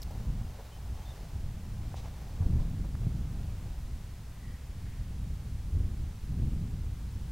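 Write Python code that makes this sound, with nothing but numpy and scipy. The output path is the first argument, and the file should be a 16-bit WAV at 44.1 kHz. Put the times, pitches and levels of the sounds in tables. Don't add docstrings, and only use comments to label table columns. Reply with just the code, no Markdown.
import sys
import numpy as np
from scipy import signal
from scipy.fft import rfft, irfft
from scipy.io import wavfile
from scipy.ndimage import uniform_filter1d

SR = 44100
rng = np.random.default_rng(int(sys.argv[2]) if len(sys.argv) > 2 else 0)


def persist_wave(psi):
    counts = np.round(np.clip(psi, -1, 1) * 32767).astype(np.int16)
    wavfile.write(sys.argv[1], SR, np.atleast_2d(counts).T)


N = 322371
TIME = np.arange(N) / SR


def undb(db):
    return 10 ** (np.asarray(db) / 20)


def unit(x):
    return x / np.sqrt(np.mean(x ** 2))


def colour(x, spectrum):
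    hz, db = np.transpose(spectrum)
    size = 2 ** 19
    bin_hz = np.maximum(np.fft.rfftfreq(size, 1 / SR), 1)
    gain = undb(np.interp(np.log(bin_hz), np.log(hz), db))
    return irfft(rfft(x, size) * gain)[:N]


def noise(spectrum):
    return unit(colour(rng.standard_normal(N), spectrum))


def wander(rate_hz):
    hold = int(SR / rate_hz)
    steps = np.repeat(rng.standard_normal(N // hold + 1), hold)
    return unit(uniform_filter1d(uniform_filter1d(steps, hold), hold)[:N])


def swell(centre, length):
    return np.cos(np.pi * np.clip((TIME - centre) / (2 * length), -0.5, 0.5)) ** 4


def friction(spectrum, grain_db):
    slips = rng.standard_normal(N) * undb(grain_db * wander(500))
    return unit(colour(slips, spectrum))


def eddies(spectrum, span_s):
    pressure = noise(spectrum)
    span = int(span_s * SR)
    power = uniform_filter1d(uniform_filter1d(pressure ** 2, span), span)
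    return pressure / np.sqrt(power)


def taps(hits, contact_s, grit):
    out = np.zeros(N)
    t = np.arange(SR // 10) / SR
    for start_s, peak_db, hz, t60 in hits:
        envelope = (1 - np.exp(-t / contact_s)) * undb(-60 * t / t60)
        ring = envelope * (np.sin(2 * np.pi * hz * t) + grit * rng.standard_normal(len(t)))
        start = int(start_s * SR)
        out[start:start + len(t)] += undb(peak_db) * ring / np.abs(ring).max()
    return out


def air():
    # (frequency [Hz], relative level [dB])
    hiss = [(100, -3), (400, 1.5), (600, -1.5), (780, 0), (1200, -3.5), (2000, -5.5), (3200, -7.5),
            (6400, -10.5), (10000, -13.5), (15500, -18)]
    # (frequency [Hz], side minus mid [dB])
    width = [(100, -33.5), (500, -10.5), (1200, -13.5), (2500, -12), (5000, -8), (8000, -5.5),
             (15000, -2.5)]
    # (frequency [Hz], rms level [dB])
    tones = [(6725, -87), (15622, -88)]
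    mid = noise(hiss) * undb(0.13 * wander(3.44))
    side = colour(noise(hiss), width)
    whine = sum(np.sqrt(2) * undb(db) * np.sin(2 * np.pi * hz * TIME) for hz, db in tones)
    return undb(-58.5) * np.array([mid + side, mid - side]) + whine


def wind_strength():
    # (time [s], relative rumble level [dB])
    breeze = [(0.0, -40.5), (0.26, -31), (0.61, -45.5), (1.1, -38), (2.2, -38.5), (2.48, -39),
              (3.81, -34.5), (4.15, -42), (5.82, -37.5), (7.31, -35.5)]
    # (peak time [s], length [s], relative rumble level [dB], offset for small eddies [dB])
    gusts = [(0.303, 0.18, -33, -3), (0.893, 0.3, -38, -18), (1.613, 0.65, -39.5, -2),
             (2.503, 0.34, -27.5, -4.5), (2.72, 0.19, -37, 2), (3.107, 0.36, -33, 0.5),
             (3.65, 0.68, -41, -9), (4.475, 0.11, -37.5, -4.5), (5.01, 0.81, -36, -6),
             (5.446, 0.098, -33, -8.5), (5.792, 0.23, -27, -9.5), (6, .12, -30.5, -9),
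             (6.495, 0.53, -33.5, -1.5)]
    rise_share = 0.38
    breeze_db = np.interp(TIME, *np.transpose(breeze)) - 0.5
    large_power, small_power = undb(breeze_db) ** 2, undb(breeze_db - 5) ** 2
    for peak_s, length, db, small_db in gusts:
        t = (TIME - peak_s) / length
        spread = np.where(t < 0, rise_share, 1 - rise_share)
        push = undb(db) * np.exp(-(t / spread) ** 2)
        large_power += push ** 2
        small_power += (push * undb(small_db)) ** 2
    wavering = undb(1.5 * wander(9))
    return np.sqrt([large_power, small_power]) * wavering


def wind():
    # (frequency [Hz], relative level [dB])
    rumble_spectrum = [(12, -3.5), (22, -5.5), (36, 2), (70, 1), (100, -7), (140, -21), (230, -28),
                       (500, -58), (3000, -110)]
    # (frequency [Hz], relative level [dB])
    buffet_spectrum = [(50, -14), (90, 2.5), (125, 1.5), (160, -3.5), (200, -8), (280, -19), (400, -33.5),
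                       (650, -46.5), (1200, -55), (5000, -100)]
    # (frequency [Hz], relative level [dB])
    flutter_spectrum = [(120, -2.5), (230, 2), (330, 1.5), (480, -6.5), (700, -16.5), (1200, -26.5),
                        (5000, -75)]
    large_strength, small_strength = wind_strength()
    large = eddies(rumble_spectrum, span_s=0.53)
    peaks = unit(np.sqrt(1 + 0.45 * large ** 2))
    rumble = large * large_strength
    buffet = eddies(buffet_spectrum, span_s=0.1) * peaks * small_strength
    force = np.sqrt(large_strength * small_strength)
    growth = 1.226
    flutter = noise(flutter_spectrum) * peaks * (force / force.max()) ** growth
    return undb(-0.5) * rumble + undb(-1.5) * buffet + undb(-46.5) * flutter


def clothes():
    # (frequency [Hz], relative level [dB])
    cloth = [(200, -9), (500, 5.5), (820, 5.5), (1400, -5), (3000, -12.5), (6200, -12.5), (9000, -22.5),
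             (15000, -17)]
    # (centre time [s], length [s], level [dB])
    shifts = [(0.176, .35, -57), (0.59, .6, -60.5), (1.11, 0.57, -57), (2.246, 1.4, -58.5),
              (3.452, 1.0, -61.5)]
    settle_db_per_s = 2
    fidget = undb(-61 - settle_db_per_s * TIME)
    shift_power = sum((undb(db) * swell(centre, length)) ** 2 for centre, length, db in shifts)
    return friction(cloth, grain_db=2.0) * np.sqrt(fidget ** 2 + shift_power)


def ticks():
    # (time [s], peak level [dB], pitch [Hz], 60 dB decay time [s])
    hits = [(.0188, -37, 5500, 0.0097), (.0225, -39.5, 4900, 0.016), (.027, -43, 4320, 0.019),
            (.0294, -31, 4300, 0.0023), (.0321, -46, 4950, .005), (.0331, -29.5, 5800, 0.00083)]
    return taps(hits, contact_s=0.0001, grit=0.49)


def turf_scuffs():
    # (centre time [s], length [s], sole level [dB], grass level [dB])
    scuffs = [(0.601, 0.048, -50.5, -77), (1.104, 0.38, -67, -68), (1.972, 0.031, -60.5, -55.5),
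              (1.998, 0.04, -60, -59.5), (2.054, 0.057, -52.5, -62), (2.423, 0.027, -51, -75),
              (2.614, 0.062, -55, -64.5), (2.849, 0.02, -51, -74), (3.03, 0.04, -54, -72.5)]
    # (frequency [Hz], relative level [dB])
    sole_spectrum = [(200, -6), (420, 8), (750, 7), (1200, -1), (1800, -11), (5000, -40)]
    # (frequency [Hz], relative level [dB])
    grass_spectrum = [(1200, -12), (2600, -0.5), (3800, 1.5), (6200, -3), (8500, -11), (15000, -39)]
    sole = friction(sole_spectrum, grain_db=4.0)
    grass = friction(grass_spectrum, grain_db=0.5)
    out = np.zeros(N)
    for centre, length, sole_db, grass_db in scuffs:
        out += swell(centre, length) * (undb(sole_db) * sole + undb(grass_db) * grass)
    return out


def small_bird():
    # (start time [s], length [s], pitch [Hz], level [dB])
    notes = [(.715, 0.065, 3050, -66.5), (.96, .08, 3200, -71), (1.052, 0.079, 3600, -62.5)]
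    warble_hz, warble_depth, edge_s = 28, 0.019, 0.0071
    out = np.zeros(N)
    for start_s, length, hz, db in notes:
        t = TIME - start_s
        envelope = undb(db) * np.clip(np.minimum(t, length - t) / edge_s, 0, 1)
        warble = warble_depth * np.sin(2 * np.pi * warble_hz * t)
        pitch = hz * (1 + warble + 0.0052 * wander(200))
        out += np.sqrt(2) * envelope * np.sin(2 * np.pi * np.cumsum(pitch) / SR)
    return out


def turf_knocks():
    # (time [s], peak level [dB], pitch [Hz], 60 dB decay time [s])
    hits = [(1.9425, -31.5, 720, 0.0066), (2.9526, -37, 1080, 0.002), (3.398, -45, 680, 0.013)]
    return taps(hits, contact_s=0.00044, grit=0.035)


def wind_thumps():
    # (time [s], peak level [dB], pitch [Hz], 60 dB decay time [s])
    hits = [(2.402, -20, 89, 0.099), (2.487, -28, 162, 0.044), (2.562, -21, 55, 0.018),
            (3.068, -18, 105, 0.029)]
    return taps(hits, contact_s=0.0034, grit=0)


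def far_calls():
    # (centre time [s], length [s], pitch [Hz], bandwidth [Hz], level [dB])
    calls = [(4.13, 0.22, 1850, 300, -70), (4.494, 0.34, 1930, 130, -64), (4.91, 0.26, 1900, 400, -65)]
    out = np.zeros(N)
    for centre, length, hz, width_hz, db in calls:
        throat = signal.iirpeak(hz, hz / width_hz, fs=SR)
        rasp = unit(signal.lfilter(*throat, rng.standard_normal(N)))
        out += undb(db) * swell(centre, length) * rasp
    return out


def scene():
    weather = air() + wind() + wind_thumps()
    golfer = clothes() + turf_scuffs() + turf_knocks() + ticks()
    birds = small_bird() + far_calls()
    return weather + golfer + birds


def record(dry):
    top_hz = 15800
    lowpass = signal.ellip(12, 0.1, 80, top_hz, fs=SR, output="sos")
    return signal.sosfilt(lowpass, dry)


dry = scene()
out = record(dry)
persist_wave(out)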